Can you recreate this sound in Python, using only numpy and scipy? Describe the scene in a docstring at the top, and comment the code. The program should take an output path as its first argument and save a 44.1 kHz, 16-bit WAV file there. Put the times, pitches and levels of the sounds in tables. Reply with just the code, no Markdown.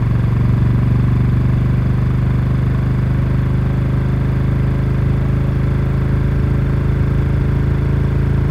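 """The uneven beat of a twin-cylinder motorcycle's exhaust is heard first, over roaring tyres and wind; it slowly
gains speed on a forest road, the microphone riding on the bike. Two unevenly spaced firings a cycle excite the
modes of the exhaust; filtered noise and pulses locked to the cycle make pulsing hiss, thin rings and valve ticks;
sinusoids at multiples of the cycle rate make hum and steady high partials. Shaped noise gives the tyre and air
roar; low rumble and brief decaying oscillations give the wind and gusts thumping the microphone."""
import sys
import numpy as np
from scipy import signal
from scipy.fft import rfft, irfft, next_fast_len
from scipy.io import wavfile
from scipy.ndimage import uniform_filter1d

SR = 44100
rng = np.random.default_rng(int(sys.argv[2]) if len(sys.argv) > 2 else 0)


def log_audio(samples):
    """Write samples as a 16-bit WAV file to the path given in sys.argv[1]."""
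    # one column per channel
    frames = np.atleast_2d(samples).T
    # limit to full scale, then quantise
    limited = np.clip(frames, -1, 1)
    pcm = np.round(limited * 32767).astype(np.int16)
    wavfile.write(sys.argv[1], SR, pcm)


N = 374850

# Rate of the four-stroke cycle: [t/s, f/Hz]
CYCLE_RATE = [(0.0, 23.262), (0.4, 23.526), (0.8, 23.817), (1.2, 24.178), (1.7, 24.546), (2.3, 24.825),
              (3.0, 25.074), (3.8, 25.478), (4.6, 25.846), (5.4, 26.126), (6.2, 26.369), (7.0, 26.636),
              (7.8, 26.868), (8.5, 27.052)]
# Engine load, a squeeze of throttle out of the bend, then easing to a cruise: [t/s, load from 0 to 1]
ENGINE_LOAD = [(0, 0.8), (.25, .55), (.4, .95), (1.3, 0.8), (1.9, 0.41), (3, 0.27), (4.5, .22), (5.6, 0.08),
               (8.5, 0.01)]
# Relative spectrum of tyres, air and microphone hiss: [f/Hz, density level/dB per Hz]
ROAD_SPECTRUM = [(90, -11), (150, -8.5), (290, -13), (360, -16), (490, -13.5), (830, -18), (1100, -19),
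                 (1600, -33), (2300, -37), (3100, -39.5), (4100, -44), (5700, -49.5), (8300, -53.5),
                 (12000, -52), (14000, -71), (15600, -54)]
# Gust thumps: [t/s, level/dB before the wind low-pass, f/Hz, 1/e half-length/s]
GUST_THUMPS = [(1.558, -22, 42, .009), (1.787, -23, 54, .009), (2.545, -21, 119, .008),
               (2.637, -26, 58, .01), (3.232, -25, 63, .008), (3.836, -21, 51, .008),
               (3.928, -24, 44, .008), (4.491, -21, 45, .009), (5.009, -22, 101, .014),
               (5.064, -24, 39, .008), (5.7, -25, 48, .009), (6.239, -20, 58, .009), (6.385, -19, 66, .008),
               (6.436, -19, 83, .008), (6.586, -20, 78, .008), (6.625, -21, 130, .008),
               (6.671, -23, 41, .008), (6.785, -21, 68, .01), (6.896, -21, 82, .008),
               (7.018, -17.5, 85, .011), (7.257, -21, 84, .008), (7.372, -18, 64, .009),
               (7.409, -17, 60, .008), (7.445, -21, 34, .008), (7.719, -22, 65, .009),
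               (8.096, -22, 57, .01), (8.19, -26, 41, .01)]
# Steady high partials: [multiple of the cycle rate], and their relative amplitudes: [level/dB]
PARTIAL_MULTIPLES = [35, 36, 51, 60, 81]
PARTIAL_BALANCE = [-60, -57, -50, -56, -59]
# Hum locked to the crank: [multiple of the cycle rate, level/dB, gain with speed/dB, lag/own period]
CRANK_HUM = [(19, -50, -3, .19), (21, -53, 7, .27), (22, -47.5, -2, .39)]
# Noise bands pulsing with the cycle, the 10600 Hz row a broad pulsing treble hiss:
# [f/Hz, width/Hz, level/dB, swell position/cycle, swell/dB (negative dips), sharpness]
PULSING_BANDS = [(277.4, 55, -42.5, 0.2, 6.5, 1.2), (611, 164, -45.5, 0.41, 2.5, 0.86),
                 (1300, 1060, -41, 0.16, 4.5, 1.7), (2140, 980, -47.5, 0.032, 1.5, 0.58),
                 (3390, 340, -58, 0.056, 2, 0.85), (3576, 230, -64, 0.13, 7, 1.8),
                 (4410, 950, -59.5, 0.14, -2.5, 0.27), (6160, 140, -72.5, 0.77, 9, 2),
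                 (6720, 330, -71.5, 0.99, 7, 2), (7830, 190, -72, 1, 7, 2),
                 (10600, 10700, -60, 0.84, 8, 8.6)]
# Valve gear ticks, the rows just before the cycle start (.94 to .99) being further resonances of the knock near
# the first firing: [position/cycle, f/Hz, width/Hz, level/dB, gain with speed/dB]
VALVE_TICKS = [(.635, 945, 60, -51, -2), (.7, 1020, 130, -51, -6), (.21, 1000, 150, -50.5, -6),
               (.55, 980, 88, -53, 2), (.2, 1365, 60, -57, 6), (.56, 1450, 90, -57, 7),
               (.94, 1620, 160, -49, -2), (.45, 1580, 60, -53, 6), (.82, 1500, 120, -56, 6),
               (.12, 1720, 110, -51, -2), (.54, 1990, 70, -53, -1), (.68, 1800, 60, -55, 0),
               (.97, 2050, 200, -56, 3), (.46, 2200, 160, -54, 0), (.22, 2300, 200, -57, -2),
               (.98, 2550, 300, -57, -2), (.82, 2750, 200, -64, -1), (.99, 3520, 200, -62.5, 0),
               (.17, 3500, 200, -62, -1), (.28, 3450, 160, -63, -1), (.97, 4800, 300, -66.5, -3),
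               (.14, 4890, 160, -66, -5), (.04, 4150, 200, -69, -6)]
# Exhaust modes: [f/Hz, width/Hz, signed share of first cylinder, of second cylinder, gain at full load/dB]
PIPE_MODES = [(54, 30, -.291, -.493, 3.2), (74, 13, .281, -.399, 4.8), (86, 113, .256, .714, 3.9),
              (106, 36, -.682, -.819, 5.1), (159, 55, .087, -.228, 1.1), (204, 35, .02, .038, 14.6),
              (234, 70, -.027, -.112, 9.9), (275, 40, -.057, -.12, -9.3), (293, 112, .279, .475, 1.1),
              (321, 155, -.367, -.645, 1.8), (347, 105, .186, .315, 3.0), (391, 20, -.044, -.015, -1.6),
              (409, 17, .006, -.04, 5.6), (438, 77, .036, .066, -.7), (562, 18, .03, .028, -5.3)]

# Level laws: (base/dB, gain at full load/dB, gain from first to last speed/dB)
PIPE_DB, KNOCK_DB, WIND_DB = (-16, -2, 5), (-42, 2.5, -4), (-37.5, 8.5, 2.5)
LOW_RING_DB, HIGH_RING_DB, PARTIALS_DB = (-66, 1, -3), (-87, 4, 23), (-8.5, -8, 13.5)
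ROAD_DB = -35.5
BUFFET_S, BUFFET_LENGTH_S, BUFFET_DB = 6.4, 0.86, 6  # stirred air behind an oncoming car
START_PHASE = .428  # share of the cycle already run at the start
FIRST_PHASE, SECOND_PHASE = -.026, .604  # shares of the cycle at which the cylinders blow into the pipe
LEAD_S = .2  # the engine is already running, so the pipe rings from the first moment
MUFFLER_HZ = 650  # the silencer dulls the pipe above this
TOP_HZ = 15830  # recorder cutoff


def undb(db):
    """Amplitude ratio: a level of 20 dB is a factor of ten."""
    return 10 ** (np.asarray(db) / 20)


def level(x, db):
    """Normalisation: scale to a given rms level."""
    return x * undb(db) / np.sqrt(np.mean(x ** 2))


def law(shares_db, load, speed):
    """Superposition of level changes: base plus gains proportional to load and to speed."""
    base, load_gain, speed_gain = shares_db
    return base + load_gain * load + speed_gain * speed


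def curve(table):
    """Linear interpolation: columns of a table joined by straight lines in time."""
    s, *columns = np.transpose(table)
    return [np.interp(np.arange(N) / SR, s, c) for c in columns]


def band(x, hz, width):
    """Simple resonance: two poles, gain 1 at the centre."""
    return signal.lfilter(*signal.iirpeak(hz, hz / width, fs=SR), x)


def steep(x, hz, width):
    """Cascaded resonance: two equal resonators in series steepen the skirts."""
    return band(band(x, hz, width), hz, width)


def noise():
    """White noise: equal mean power at every frequency."""
    return rng.standard_normal(N)


def walk(rate):
    """Slow fluctuation: random levels held 1 / rate s, smoothed twice, with standard deviation 1."""
    k = int(SR / rate)
    steps = np.repeat(rng.standard_normal(N // k + 1), k)
    x = uniform_filter1d(uniform_filter1d(steps, k), k)[:N]
    return x / x.std()


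def pulses(phase, at, scatter_db, jitter_s):
    """Periodic impulses: one a cycle, each a little early or late, strong or weak."""
    cycle = np.arange(np.ceil(phase[0] - at), phase[-1] - at)
    chance = rng.standard_normal((len(cycle), 2))
    place = np.interp(cycle + at, phase, np.arange(len(phase))) + jitter_s * SR * chance[:, 0]
    place = np.clip(place, 0, len(phase) - 2)
    strength = undb(scatter_db * chance[:, 1])
    # Share each impulse between the two nearest samples
    whole, out = place.astype(int), np.zeros(len(phase))
    out[whole] += strength * (1 + whole - place)
    out[whole + 1] += strength * (place - whole)
    return out


def swell(phase, at, depth_db, sharp):
    """Periodic modulation: gain that peaks once a cycle, or dips where the depth is negative."""
    return undb(depth_db * np.exp(sharp * (np.cos(2 * np.pi * (phase - at)) - 1)))


def uneven(phase, scatter_db):
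    """Cyclic variation: gain that differs from cycle to cycle."""
    cycle = np.arange(np.floor(phase[0]) - 1, phase[-1] + 1)
    return undb(scatter_db * np.interp(phase, cycle + .15, rng.standard_normal(len(cycle))))


def road():
    """Broadband noise: tyre and air roar in overlapping slices whose levels flicker independently."""
    hz, db = np.transpose(ROAD_SPECTRUM)
    size = next_fast_len(N)
    octave = np.log2(np.arange(1, size // 2 + 2) * SR / size)
    roar = rfft(rng.standard_normal(size)) * undb(np.interp(octave, np.log2(hz), db))
    out = 0
    for centre in np.arange(6.5, 14.6, .5):  # log2 of f/Hz, half an octave apart
        flicker = undb(.6 * walk(9) + .6 * walk(.7))
        weight = np.clip(1 - 2 * abs(octave - centre), 0, 1)
        out = out + flicker * irfft(roar * weight, size)[:N]
    return level(out, ROAD_DB)


def wind(load, speed):
    """Turbulent pressure: patchy low rumble at the microphone, with short thumps where gusts strike."""
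    buffet_db = BUFFET_DB * np.exp(-((np.arange(N) / SR - BUFFET_S) / BUFFET_LENGTH_S) ** 2)
    patchy = level(band(noise(), 50, 90) * undb(5 * walk(14)), 0)
    rumble = patchy * undb(law(WIND_DB, load, speed) + buffet_db)
    for s, db, hz, long_s in GUST_THUMPS:
        near = slice(int((s - 3 * long_s) * SR), int((s + 3 * long_s) * SR))
        lag = np.arange(N)[near] / SR - s
        envelope = np.sqrt(2) * undb(db) * np.exp(-(lag / long_s) ** 2)
        rumble[near] += envelope * np.sin(2 * np.pi * (hz * lag + rng.random()))
    return signal.sosfilt(signal.butter(2, 220, fs=SR, output="sos"), rumble)


def high_partials(phase, load, speed):
    """Harmonic series: steady high partials at whole multiples of the cycle rate, slowly wavering in level."""
    partials = 0
    for multiple, db in zip(PARTIAL_MULTIPLES, PARTIAL_BALANCE):
        waver = undb(db + 1.2 * walk(1.9))
        partials = partials + waver * np.sin(2 * np.pi * (multiple * phase + rng.random()))
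    return undb(law(PARTIALS_DB, load, speed)) * partials


def crank_hum(phase, speed):
    """Phase locking: sinusoids keep a fixed lag to the crank as the rate rises."""
    return sum(undb(db + more_db * speed) * np.sin(2 * np.pi * (multiple * phase - lag))
               for multiple, db, more_db, lag in CRANK_HUM)


def thin_rings(phase, load, speed):
    """Narrow-band resonance: rings near 4.9 and 5.4 kHz, pulsing each cycle, trade places with speed."""
    low = noise() * swell(phase, .12, 13, 1.2) * uneven(phase, 1.5)
    high = noise() * swell(phase, .1, 13, 1.2) * uneven(phase, 1.5)
    low = level(steep(low, 4880, 190), 0)
    high = level(steep(high, 5400, 130), 0)
    return undb(law(LOW_RING_DB, load, speed)) * low + undb(law(HIGH_RING_DB, load, speed)) * high


def pulsing_noise(phase):
    """Modulated noise: each band is filtered from noise whose level varies in step with the cycle."""
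    return sum(level(steep(noise() * swell(phase, at, depth_db, sharp), hz, width), db)
               for hz, width, db, at, depth_db, sharp in PULSING_BANDS)


def valve_ticks(phase, speed):
    """Impulse response: each tick rings its own resonance once a cycle; the rows just before the cycle start
    add higher resonances to the knock's click."""
    out = 0
    for at, hz, width, db, more_db in VALVE_TICKS:
        hits = pulses(phase, at, scatter_db=1 + hz / 2500, jitter_s=.00003)
        out = out + level(steep(hits, hz, width), db) * undb(more_db * speed)
    return out


def knock(phase, load, speed):
    """Impact excitation: the first firing knocks a case resonance, a little harder on some cycles."""
    hits = pulses(phase, -.01, scatter_db=1.2, jitter_s=.00005)
    return undb(law(KNOCK_DB, load, speed)) * level(steep(hits, 1090, 190), 0)


def exhaust(phase, load, speed):
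    """Modal superposition: each cylinder drives the same pipe modes in its own shares; load shifts the balance."""
    lead = phase[0] - CYCLE_RATE[0][1] * np.arange(int(LEAD_S * SR), 0, -1) / SR
    phase = np.r_[lead, phase]
    puff = np.hanning(int(.0016 * SR))  # the valve opens over a millisecond or two, so the puff is soft
    first = np.convolve(pulses(phase, FIRST_PHASE, scatter_db=0.5, jitter_s=.00005), puff, "same")
    second = np.convolve(pulses(phase, SECOND_PHASE, scatter_db=-0.25, jitter_s=.00006), puff, "same")
    pipe = 0
    for hz, width, share_1, share_2, load_db in PIPE_MODES:
        mode = band(share_1 * first + share_2 * second, hz, width)[-N:]
        pipe = pipe + undb(load_db * load) * mode
    muffled = level(signal.lfilter(*signal.butter(2, MUFFLER_HZ, fs=SR), pipe), 0)
    return undb(law(PIPE_DB, load, speed)) * muffled


def scene():
    """Linear superposition: crank phase, load and speed govern the engine layers; the road roar is independent."""
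    rate, load = curve(CYCLE_RATE)[0], np.clip(curve(ENGINE_LOAD)[0], 0, 1)
    phase = START_PHASE + np.cumsum(rate) / SR  # in four-stroke cycles
    speed = (rate - rate[0]) / (rate[-1] - rate[0])  # 0 at the start, 1 at the end
    background = road() + wind(load, speed)
    tones = high_partials(phase, load, speed) + crank_hum(phase, speed) + thin_rings(phase, load, speed)
    clatter = pulsing_noise(phase) + valve_ticks(phase, speed) + knock(phase, load, speed)
    mix = background + tones + clatter + exhaust(phase, load, speed)
    return mix[None]


def record(dry):
    """Band limitation: the microphone drops the deepest bass; the recorder cuts the top."""
    thin = signal.sosfilt(signal.butter(2, 22, "high", fs=SR, output="sos"), dry)
    return signal.sosfilt(signal.ellip(10, .2, 80, TOP_HZ, fs=SR, output="sos"), thin)


dry = scene()
out = record(dry)
log_audio(out)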